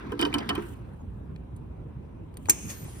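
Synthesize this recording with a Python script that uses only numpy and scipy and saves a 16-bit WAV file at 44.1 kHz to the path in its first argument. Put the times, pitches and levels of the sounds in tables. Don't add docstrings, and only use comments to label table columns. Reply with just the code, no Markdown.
import sys
import numpy as np
from scipy import signal
from scipy.fft import rfft, irfft, next_fast_len
from scipy.io import wavfile
from scipy.ndimage import uniform_filter1d

SR = 44100
rng = np.random.default_rng(int(sys.argv[2]) if len(sys.argv) > 2 else 0)


def store_pcm(level_fs):
    pcm = np.round(np.clip(level_fs, -1, 1) * 32767).astype(np.int16)
    wavfile.write(sys.argv[1], SR, np.atleast_2d(pcm).T)


def magnitude_from_level(level_db):
    exponent = np.asarray(level_db, float) / 20
    return 10 ** exponent


N = 132300


def evened(x):
    return x / np.sqrt(np.mean(x ** 2) + 1e-20)


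def read(points, hz):
    f, value = np.transpose(points)
    return np.interp(np.log(hz + 1), np.log(f + 1), value)


def level(curve):
    time_s, level_db = np.transpose(curve)
    return magnitude_from_level(np.interp(np.arange(N) / SR, time_s, level_db, -150, -150))


def add(mix, start_s, sound):
    part = mix[:, round(start_s * SR):][:, :sound.shape[1]]
    part += sound[:, :part.shape[1]]


# freq_hz, likeness [0..1]
LIKENESS = [(30, 0.93), (100, 0.95), (250, 0.69), (600, 0.42), (1500, 0.057), (6000, 0.26)]


def noise(colour, patchy_db, flicker_db):
    frames, hz = N // 256 + 5, np.fft.rfftfreq(1024, 1 / SR)
    a, b, c, d, patch = rng.standard_normal((frames, 513, 5)).T
    patch = uniform_filter1d(patch, size=12, axis=0)
    patch = evened(uniform_filter1d(patch, size=10, axis=1))
    same = np.clip(read(LIKENESS, hz), 0, 1)[:, None]
    left = a + 1j * b
    right = same * left + np.sqrt(1 - same ** 2) * (c + 1j * d)
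    flicker = flicker_db * rng.standard_normal(frames)
    gain = magnitude_from_level(read(colour, hz)[:, None] + patchy_db * patch + flicker)
    z = np.array([left, right]) * gain
    return evened(signal.istft(z, nperseg=1024, noverlap=768)[1][:, :N])


def ring(modes):
    hz, db, t60_s = np.transpose(modes)[:, :, None]
    t = np.arange(9000) / SR
    chance = rng.standard_normal((2, len(modes), 1))
    ear_rad = 0.99 * np.minimum(hz / 900, 1)
    phase = 2 * np.pi * hz * t + 3 * chance[:1] + ear_rad * chance
    return (magnitude_from_level(db - 60 * t / t60_s) * np.sin(phase)).sum(1)


def strike(modes, db, chatter_s):
    t = np.arange(1500) / SR
    grit = rng.standard_normal((3, 1500)) * np.exp(-t / chatter_s)
    contacts = grit[:1] * (rng.random(1500) < 0.25)
    out = signal.fftconvolve(ring(modes), contacts, axes=1)
    band_hz = [modes[0][0] * 1.04, modes[-1][0] * 0.917]
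    band = signal.butter(3, band_hz, "band", fs=SR, output="sos")
    crack = signal.sosfilt(band, grit[1:])
    out /= abs(out).max()
    out[:, :1500] += magnitude_from_level(-5) * crack / abs(crack).max()
    return magnitude_from_level(db) * out


def clank(modes, db, chatter_s, spot_hz, reach_oct):
    hz, mode_db, t60_s = np.transpose(modes)[:, :, None]
    t = np.arange(2600) / SR
    chance = rng.standard_normal((2, len(modes), 1))
    grit = rng.standard_normal(1500) * np.exp(-t[:1500] / chatter_s)
    grit *= rng.random(1500) < 0.25
    ear_rad = 0.15
    tones = magnitude_from_level(-60 * t / t60_s) * np.sin(2 * np.pi * hz * t + ear_rad * chance)
    rung = signal.fftconvolve(tones, grit[None, None], axes=2)
    rung /= abs(rung).max((0, 2), keepdims=True)
    off_spot_db = np.minimum(6 * (np.log2(hz / spot_hz) / reach_oct) ** 2, 60)
    out = (magnitude_from_level(mode_db - off_spot_db) * rung).sum(1)
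    return magnitude_from_level(db) * out / abs(out).max()


# freq_hz, density_db
RUMBLE_COLOUR = [(12, -56), (20, -43), (49, 3.5), (115, -5), (327, -16.5), (621, -27.5), (1030, -30),
                 (1160, -36.5), (4000, -55.5), (5200, -98), (8800, -120)]
# freq_hz, density_db
AIR_COLOUR = [(1470, -32), (2500, -1), (3160, -18.5), (8330, -17), (9300, -18.5), (11100, -19.5),
              (16200, -24)]


def cafe():
    rumble = magnitude_from_level(-39.5) * noise(RUMBLE_COLOUR, 1.9, 0.56)
    air = magnitude_from_level(-77) * noise(AIR_COLOUR, 2.0, 0.92)
    hum_hz, hum_db = 58.5, -46
    hum = magnitude_from_level(hum_db) * np.sin(2 * np.pi * hum_hz * np.arange(N) / SR)
    return rumble + air + hum


# freq_hz, t60_s
ROOM_DECAY = [(200, 0.82), (2000, 0.29), (12000, 0.2)]


def room(x):
    taps = np.zeros((2, SR // 2))
    at = np.arange(200, SR // 2 - 20, 20) + rng.integers(0, 20, (2, (SR // 2 - 201) // 20))
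    np.put_along_axis(taps, at, rng.choice([-1., 1.], at.shape), 1)
    hz, t, z = signal.stft(taps, SR, nperseg=256)
    decay = magnitude_from_level(-60 * t / read(ROOM_DECAY, hz)[:, None])
    tail = signal.istft(z * decay, SR, nperseg=256)[1]
    return signal.fftconvolve(x, tail / np.linalg.norm(tail[0]), axes=1)[:, :N]


# time_s, level_db
FLOW = [(2.497, -85), (2.505, -37.5), (2.56, -53), (2.67, -54), (2.705, -43), (2.76, -51.5), (2.86, -53),
        (3.0, -55)]
# freq_hz, density_db
FLOW_COLOUR = [(300, -14), (600, -9.5), (2400, -10.5), (3600, -15), (4700, -17.5), (6500, -12.5),
               (9200, -12), (13500, -18.5), (16000, -40)]
# time_s, level_db
SPRAY = [(2.497, -80), (2.508, -38.5), (2.56, -44), (2.68, -47.5), (2.705, -38), (2.76, -57.5), (2.9, -65)]
# freq_hz, density_db
SPRAY_COLOUR = [(1500, -25), (2500, -4), (4400, -27), (6500, 1.5), (7500, -7), (8400, -7), (10500, -19),
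                (15000, -20)]
# start_s, end_s, pitch_hz, end_pitch_hz, level_db
JETS = [
    (2.638, 2.855, 12750, 13740, -53.5),
    (2.856, 3.018, 10930, 10640, -57),
    (2.872, 3.018, 14600, 14400, -76),
]


def water():
    t = np.arange(N) / SR
    out = level(FLOW) * noise(FLOW_COLOUR, 1.6, 0.74)
    out += level(SPRAY) * noise(SPRAY_COLOUR, 1.6, 0.9)
    width_hz = 900
    r = np.exp(-np.pi * width_hz / SR)
    for start_s, end_s, hz, end_hz, db in JETS:
        u = np.clip((t - start_s) / (end_s - start_s), 0, 1)
        breath = rng.standard_normal(N) + 1j * rng.standard_normal(N)
        breath = signal.lfilter([1], np.convolve([1, -r], [1, -r]), breath)
        carrier = np.exp(2j * np.pi * np.cumsum(hz + (end_hz - hz) * u) / SR)
        jet = evened((breath * carrier).real)
        fade = np.minimum(u / 0.088, 1) * np.clip((end_s - t) / 0.0084, 0, 1)
        out += magnitude_from_level(db) * fade * jet
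    return out


# start_s, cap_db, rim_db, chatter_s, spot_hz
TICKS = [
    (1.3613, -45, -68, 0.0022, 2480),
    (1.5623, -55.5, -50.5, 0.0058, 4200),
    (2.341, -52, -56, 0.0032, 3170),
    (2.3705, -39, -32, 0.0028, 3020),
    (2.4567, -37, -45, 0.002, 2000),
    (2.4680, -47, -66, 0.0031, 2400),
    (2.6991, -35.5, -33.5, 0.0054, 2900),
    (2.846, -47, -49, 0.016, 2500),
]
# freq_hz, level_db, t60_s
CAP = [(2030, -10.5, 0.021), (2450, -1.5, 0.016), (3300, 1.5, .008), (3850, -5, 0.014), (4200, -5.5, 0.012),
       (4580, -5, 0.017), (6550, 4, .008)]
# freq_hz, level_db, t60_s
RIM = [(7530, -9.5, 0.012), (8730, -9, .008), (9500, -3, 0.0032), (10400, -11, 0.0073), (13400, -19, .006),
       (14350, -13, .006)]
# freq_hz, level_db, t60_s
VALVE = [(5690, -11, 0.035), (6450, -4, 0.034), (6680, -10, 0.066), (7420, 1.5, 0.03), (8300, -6.5, 0.018),
         (9300, -1.5, 0.011), (10520, -1.5, 0.011), (11520, 1.5, 0.011), (13080, -10, 0.014),
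         (14600, -23, .01)]
# freq_hz, level_db, t60_s
CASING = [(222.3, -10, 0.22), (289.5, 0.5, 0.18), (344.6, -1, 0.19), (416, -5, 0.14), (477, -9.5, 0.12)]


def button():
    out = np.zeros((2, N))
    for s, cap_db, rim_db, chatter_s, spot_hz in TICKS:
        add(out, s, clank(CAP, cap_db, chatter_s, spot_hz, 0.78))
        add(out, s, strike(RIM, rim_db, chatter_s))
    pull_s, snap_s, bounce_s = 2.4875, 2.4960, 2.5045
    snap_chatter_s = 0.0036
    add(out, snap_s, strike(VALVE, -1.5, snap_chatter_s))
    add(out, snap_s, clank(VALVE, -5, snap_chatter_s, 8900, 2))
    add(out, snap_s, clank(CAP, -19, snap_chatter_s, 2360, 0.19))
    add(out, snap_s, strike(CASING, -28, 0.0048))
    add(out, bounce_s, clank(VALVE, -13, 0.0034, 7700, 0.36))
    pull_hz, pull_t60_s = 828, 0.031
    coil = [(0.86 * pull_hz, -6, pull_t60_s), (pull_hz, 0, pull_t60_s)]
    add(out, pull_s, clank(coil, -16, 0.0047, pull_hz, 0.87) * [[1], [0.6]])
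    add(out, pull_s - 0.002, strike(VALVE[:4], -29.5, 0.013))
    return out


# time_s, pressure_db
SCRAPE = [(0, -51.5), (.17, -56), (.25, -47.5), (.4, -49), (.47, -50), (.56, -48), (.7, -59), (.95, -71)]
# freq_hz, density_db
SCRAPE_COLOUR = [(120, -28.5), (200, -4.5), (550, -23.5), (721, -21), (1600, -24.5), (3000, -36),
                 (15000, -72.5)]
# time_s, level_db
RUB = [(.5, -99), (.6, -63.5), (.68, -56), (.74, -64.5), (.8, -77.5), (2.36, -100), (2.385, -71),
       (2.48, -60)]
# freq_hz, density_db
RUB_COLOUR = [(1760, -25), (3000, -1), (4780, -23), (7350, -5.5), (9210, -9), (10300, -9), (16200, -11)]
# start_s, length_s, pitch_hz, glide_hz, level_db
SQUEAKS = [
    (.775, .05, 10000, -100, -77),
    (0.926, 0.024, 10000, -100, -70.5),
    (0.969, 0.017, 10150, -450, -79),
    (.99, .038, 7100, -450, -73),
]


def friction():
    grit = rng.standard_normal(N) * magnitude_from_level(2.0 * np.minimum(rng.exponential(1, N), 4))
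    grit *= rng.random(N) < 0.02
    shank, casing = [evened(signal.fftconvolve(ring(modes), grit[None], axes=1)[:, :N])
                     for modes in (SHANK, CASING)]
    slide = magnitude_from_level(11.0) * noise(SCRAPE_COLOUR, 3.3, 1.87)
    out = level(SCRAPE) * (slide + magnitude_from_level(-5.5) * shank + magnitude_from_level(6) * casing)
    out += level(RUB) * noise(RUB_COLOUR, 1.8, 2.7)
    for start_s, length_s, hz, glide_hz, db in SQUEAKS:
        u = np.arange(0, 1, 1 / SR / length_s)
        tone = np.sin(2 * np.pi * np.cumsum(hz + glide_hz * u) / SR)
        add(out, start_s, magnitude_from_level(db) * np.sin(np.pi * u) ** 0.7 * tone * np.ones((2, 1)))
    return out


# start_s, shank_db, lugs_db, casing_db, edges_db
KNOCKS = [(0.1192, -28.5, -48, -24, -46), (0.1924, -28, -14.5, -21.5, -33.5),
          (0.203, -28.5, -28, -25.5, -44), (0.2127, -26.5, -20.5, -20, -22),
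          (0.2264, -22.5, -12, -19.5, -39), (0.2507, -24.5, -18, -30, -38), (.2640, -34.5, -40, -18.5, -64),
          (0.3274, -36, -28, -30, -56), (0.3405, -24.5, -10, -27.5, -24.5), (0.351, -26, -38, -21, -69),
          (.3840, -34, -20, -36, -38.5), (0.4907, -25.5, -10, -26.5, -29), (.5020, -21.5, -26, -26.5, -51),
          (0.5518, -31, -26, -30, -32.5), (.5770, -32, -46, -23.5, -66)]
# start_s, level_db, spot_hz, reach_oct
CLANKS = [(0.1203, -36, 3040, 0.18), (.1925, -25.5, 3000, 0.21), (.196, -33, 3730, .12),
          (0.2033, -22, 3030, 0.086), (0.205, -37, 4640, 0.17), (.2131, -20.5, 4800, 0.28),
          (.2165, -21, 2470, 0.13), (0.224, -16.5, 3030, 0.078), (0.2261, -29.5, 5000, 0.13),
          (0.2509, -20.5, 3030, .1), (.2505, -29, 4590, 0.059), (.276, -48, 3030, .1),
          (0.285, -45, 3030, .1), (0.3275, -24.5, 2330, 0.068), (0.3399, -17, 2890, 0.17),
          (0.3422, -32, 4500, 0.26), (0.3835, -28, 4770, .15), (0.3825, -32, 3030, 0.25),
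          (.404, -34, 3280, .1), (0.4905, -22, 2470, 0.037), (.4912, -16, 3120, 0.12),
          (.4925, -39, 4760, 0.19), (.499, -19, 3030, 0.17), (.5005, -38, 2470, 0.11),
          (0.5534, -32, 2470, 0.053), (0.5536, -28, 3210, 0.053), (0.5775, -37.5, 2410, .07)]
# freq_hz, level_db, t60_s
SHANK = [(696, -5, 0.055), (941.5, -5.5, 0.11), (1028, -2, 0.086), (1136, -6, .04), (1326, -5, 0.059),
         (1542, -5, 0.073), (1594, -7, 0.05), (1830, -9.5, 0.038)]
# freq_hz, level_db, t60_s
LUGS = [(2190, -4, .02), (2330, 1.5, 0.028), (2470, 5.5, 0.034), (3030, 4, 0.042), (3210, -7, 0.043),
        (3730, 3, .022), (4200, -12, 0.0205), (4590, 0, 0.01), (4884, -1, 0.019), (5170, -31, 0.028),
        (5670, -9, .02)]
# freq_hz, level_db, t60_s
EDGES = [(8100, 3.5, 0.0051), (9000, 1.5, 0.0064), (10480, -8, 0.0088), (13700, -7, 0.0038),
         (15700, -25, .008)]


def handle():
    out = np.zeros((2, N))
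    casing_pan = magnitude_from_level([[-4], [0]])
    lugs_pan = magnitude_from_level([[-3], [0]])
    for s, shank_db, lugs_db, casing_db, edges_db in KNOCKS:
        add(out, s, strike(SHANK, shank_db, 0.012))
        add(out, s, strike(LUGS, lugs_db - 12, 0.005))
        add(out, s, strike(CASING, casing_db, 0.011) * casing_pan)
        add(out, s, strike(EDGES, edges_db, 0.0037))
    for s, db, spot_hz, reach_oct in CLANKS:
        add(out, s, clank(LUGS, db, 0.0039, spot_hz, reach_oct) * lugs_pan)
    return out


def scene():
    hits = handle() + button()
    return cafe() + magnitude_from_level(-23) * room(hits) + water() + friction() + hits


def top_cut(x):
    return signal.sosfilt(signal.butter(12, 16420, fs=SR, output="sos"), x)


# freq_hz, phase_rad
LEFT_LEADS = [(0, -0.5), (600, 2.04), (1000, 5.3), (2450, 8.4), (3750, 8.5), (4500, 6), (5600, 6.9),
              (6300, 4.1)]


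def record(dry):
    ceiling = 0.95
    size = next_fast_len(N + 512)
    hz = np.fft.rfftfreq(size, 1 / SR)
    left, right = rfft(ceiling * np.tanh(dry / ceiling), size)
    shared_hz, comb_hz, right_db = 7000, 4673, 2
    shared = np.clip((hz - shared_hz) / 2000 + 0.5, 0, 1)
    bass = magnitude_from_level(right_db / 2 * np.clip(1 - hz / 600, 0, 1))
    own = left / bass * np.exp(1j * np.interp(hz, *np.transpose(LEFT_LEADS)))
    delayed = right * np.exp(-2j * np.pi * hz / comb_hz)
    both = np.array([np.sqrt(1 - shared ** 2) * own + shared * delayed, right * bass])
    top_hz, low_cut_hz = 16000, 44
    edge = np.clip((top_hz + 450 - hz) / 900, 0, 1) ** 2
    edge /= 1 + (low_cut_hz / (hz + 1)) ** 4
    mix = np.clip(irfft(both * edge, size)[:, :N], -ceiling, ceiling)
    return top_cut(mix)


dry = scene()
out = record(dry)
store_pcm(out)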